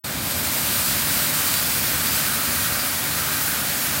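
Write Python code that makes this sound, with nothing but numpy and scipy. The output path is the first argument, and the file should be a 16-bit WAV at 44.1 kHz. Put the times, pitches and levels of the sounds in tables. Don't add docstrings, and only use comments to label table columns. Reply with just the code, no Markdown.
import sys
import numpy as np
from scipy import signal
from scipy.fft import rfft, irfft, next_fast_len
from scipy.io import wavfile
from scipy.ndimage import uniform_filter1d, map_coordinates

SR = 44100
rng = np.random.default_rng(int(sys.argv[2]) if len(sys.argv) > 2 else 0)


def to_wav(sig):
    pcm = np.clip(np.atleast_2d(sig), -1, 1) * 32767
    pcm = np.round(pcm).astype(np.int16)
    wavfile.write(sys.argv[1], SR, pcm.T)


N = 176400

# multiple of the firing rate, level in dB relative to ENGINE_DB.
ENGINE_ORDERS = [(1, -4), (2, -3), (3, -8), (4, -8.5)]
# time in seconds, relative level in dB.
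RUMBLE_LEVELS = [(0.05, -34.5), (0.5, -32.5), (1.25, -34), (1.5, -35), (1.72, -33.5), (2.05, -33),
                 (2.65, -35), (3.2, -35.4), (3.6, -34.5), (4.0, -35)]
DUCT_LEVELS = [(0.05, -40), (0.5, -37), (1.15, -32.5), (1.7, -35.5), (2.15, -32), (2.55, -30),
               (2.95, -33.4), (3.5, -32.5), (4.0, -36)]
BROOM_LEVELS = [(0.05, -31), (0.22, -28.5), (0.27, -25.5), (0.4, -25.0), (0.5, -23.5), (0.8, -22),
                (1.3, -22), (1.58, -21.5), (1.66, -22), (2.03, -23), (2.13, -21.5), (2.28, -23), (2.8, -24),
                (3.0, -25.0), (3.39, -24), (3.47, -22.5), (3.62, -25.5), (3.8, -23.5), (4.0, -24)]
# time in seconds, level in dB.
BLADE_LEVELS = [(.05, -54), (.9, -54), (1.3, -38), (1.55, -61), (2.4, -50), (2.75, -39), (3.1, -55),
                (4, -42)]
# frequency in Hz, relative spectral level in dB.
RUMBLE_SPECTRUM = [(22, -48), (33, -21), (41, -14), (52, -8), (72, -2), (92, 3), (120, -1.5), (150, 4),
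                   (175, -1.5), (240, 0.5), (290, -1.5), (325, -7.5), (390, -7), (440, -14), (700, -37)]
FAN_SPECTRUM = [(300, -37), (440, -6), (520, 0), (600, 1.5), (700, 0), (950, -1), (1300, -2), (1850, -2),
                (2050, -5), (2400, -0.5), (2650, -7), (4200, -5.5), (6000, -8.5), (15000, -11.5)]
DUCT_SPECTRUM = [(500, -39), (1080, -12), (1190, -1.5), (1350, -1), (1590, 2), (1750, -8), (1900, -1.5),
                 (2100, -19), (2400, -11), (2700, -22), (6000, -40)]
BROOM_SPECTRUM = [(300, -25), (1000, -6.5), (2200, -1.5), (3300, -3), (4600, -2), (5700, -4), (8500, -1.5),
                  (10200, -2.5), (12200, 0), (13600, -1), (15300, 1.57)]
# start in seconds, level in dB.
STONE_HITS = [(1.54, -14), (1.627, -20)]
# start in seconds, length in seconds, pitch in Hz, level in dB.
BRISTLE_SQUEAKS = [(.55, .22, 8926, -40), (.89, .09, 8930, -40), (2.28, .13, 9040, -41),
                   (2.54, .15, 9185, -38)]
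# start in seconds, length in seconds, level in dB.
BROOM_SCRAPES = [(.82, 0.081, -37), (1.45, 0.25, -36.5), (2.065, .1, -35), (2.184, 0.16, -38),
                 (2.77, 0.074, -33)]

RUMBLE_TRIM_DB, DUCT_TRIM_DB, BROOM_TRIM_DB = -0.45, -2, 2.38
FIRING_HZ, ENGINE_DB, ENGINE_WANDER = 73.4, -42, 0.015
BLADE_HZ, FAN_RUSH_DB, FAN_WANDER = 586, -30.5, 0.011
GRIT_PER_S, GRIT_DB, GRIT_SPREAD_DB = 2500, -15, 1.5
TUFT_HZ, TUFT_DB = 44.72, 0.58


def amp(db):
    return 10 ** (np.asarray(db) / 20)


def unit(x):
    return x / np.sqrt(np.mean(x ** 2) + 1e-20)


def clock():
    return np.arange(N) / SR


def curve(rows):
    return np.interp(clock(), *np.transpose(rows))


def wobble(knots_per_s):
    return map_coordinates(rng.standard_normal(N + 4), [clock() * knots_per_s + 2])


def swell(start, length):
    progress = np.clip((clock() - start) / length, 0, 1)
    return np.sqrt(np.abs(np.sin(np.pi * progress)))


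def filtered(x, response):
    size = next_fast_len(N + 8192)
    return irfft(rfft(x, size) * response(np.fft.rfftfreq(size, 1 / SR)), size)[..., :N]


def coloured(x, spectrum):
    knots_hz, db = np.transpose(spectrum)
    return unit(filtered(x, lambda hz: amp(np.interp(np.log(hz + 1), np.log(knots_hz), db))))


def band(hz, width_hz):
    return unit(filtered(rng.standard_normal(N), lambda f: 1 / (1 + ((f - hz) / width_hz) ** 4)))


def rush(spectrum, patchy_db):
    cells = signal.stft(rng.standard_normal(N), nperseg=512)[2]
    patches = uniform_filter1d(rng.standard_normal(cells.shape), size=6, axis=0)
    patches = uniform_filter1d(patches, size=16, axis=1)
    noise = signal.istft(cells * amp(patchy_db * unit(patches)))[1][:N]
    return coloured(noise, spectrum)


def engine():
    phase = 2 * np.pi * np.cumsum(FIRING_HZ * (1 + ENGINE_WANDER * wobble(7))) / SR
    firing = sum(amp(db + 1.4 * wobble(9)) * np.sin(round(order) * phase + rng.uniform(0, 2 * np.pi))
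                 for order, db in ENGINE_ORDERS)
    rumble = amp(curve(RUMBLE_LEVELS) + RUMBLE_TRIM_DB) * rush(RUMBLE_SPECTRUM, patchy_db=0.52)
    return amp(ENGINE_DB) * firing + rumble


def suction():
    phase = 2 * np.pi * np.cumsum(BLADE_HZ * (1 + FAN_WANDER * wobble(35))) / SR
    blades = amp(curve(BLADE_LEVELS)) * np.sin(phase)
    duct = amp(curve(DUCT_LEVELS) + DUCT_TRIM_DB) * rush(DUCT_SPECTRUM, patchy_db=1.4)
    return blades + duct + amp(FAN_RUSH_DB) * rush(FAN_SPECTRUM, patchy_db=0.4)


def stones(t60_s=0.018):
    t = clock()
    bursts = sum(amp(db - 60 * np.abs(t - start) / t60_s) * (t >= start) for start, db in STONE_HITS)
    return bursts * coloured(rng.standard_normal(N), BROOM_SPECTRUM)


def squeaks():
    return sum(amp(db) * swell(start, length) * band(hz, width_hz=45)
               for start, length, hz, db in BRISTLE_SQUEAKS)


def scrapes():
    bites = sum(amp(db) * swell(start, length) for start, length, db in BROOM_SCRAPES)
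    return bites * band(hz=4760, width_hz=300)


def road_reflection(direct):
    t = clock()
    delay_s = (0.236 - 0.01 * t) / 1000
    share = 0.22 * np.exp(-0.55 * t)
    return share * map_coordinates(direct, [(t - delay_s) * SR], order=5)


def broom():
    ticks = (rng.random(N) < GRIT_PER_S / SR) * rng.choice([-1, 1], N)
    tick_gain = amp(GRIT_SPREAD_DB * np.minimum(rng.standard_normal(N), 2))
    grit = amp(GRIT_DB) * coloured(ticks * tick_gain, BROOM_SPECTRUM)
    scour = rush(BROOM_SPECTRUM, patchy_db=0.68) + grit
    level_db = curve(BROOM_LEVELS) + BROOM_TRIM_DB + TUFT_DB * wobble(TUFT_HZ)
    return amp(level_db) * unit(scour + road_reflection(scour))


def scene():
    truck = engine() + suction() + broom() + scrapes() + squeaks() + stones()
    return np.array([truck, truck])


def record(dry):
    start_s, fade_s, top_hz = 0.038, 0.008, 15820
    fade_in = np.clip((clock() - start_s) / fade_s, 0, 1)
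    return filtered(dry * fade_in, lambda hz: hz < top_hz)


dry = scene()
out = record(dry)
to_wav(out)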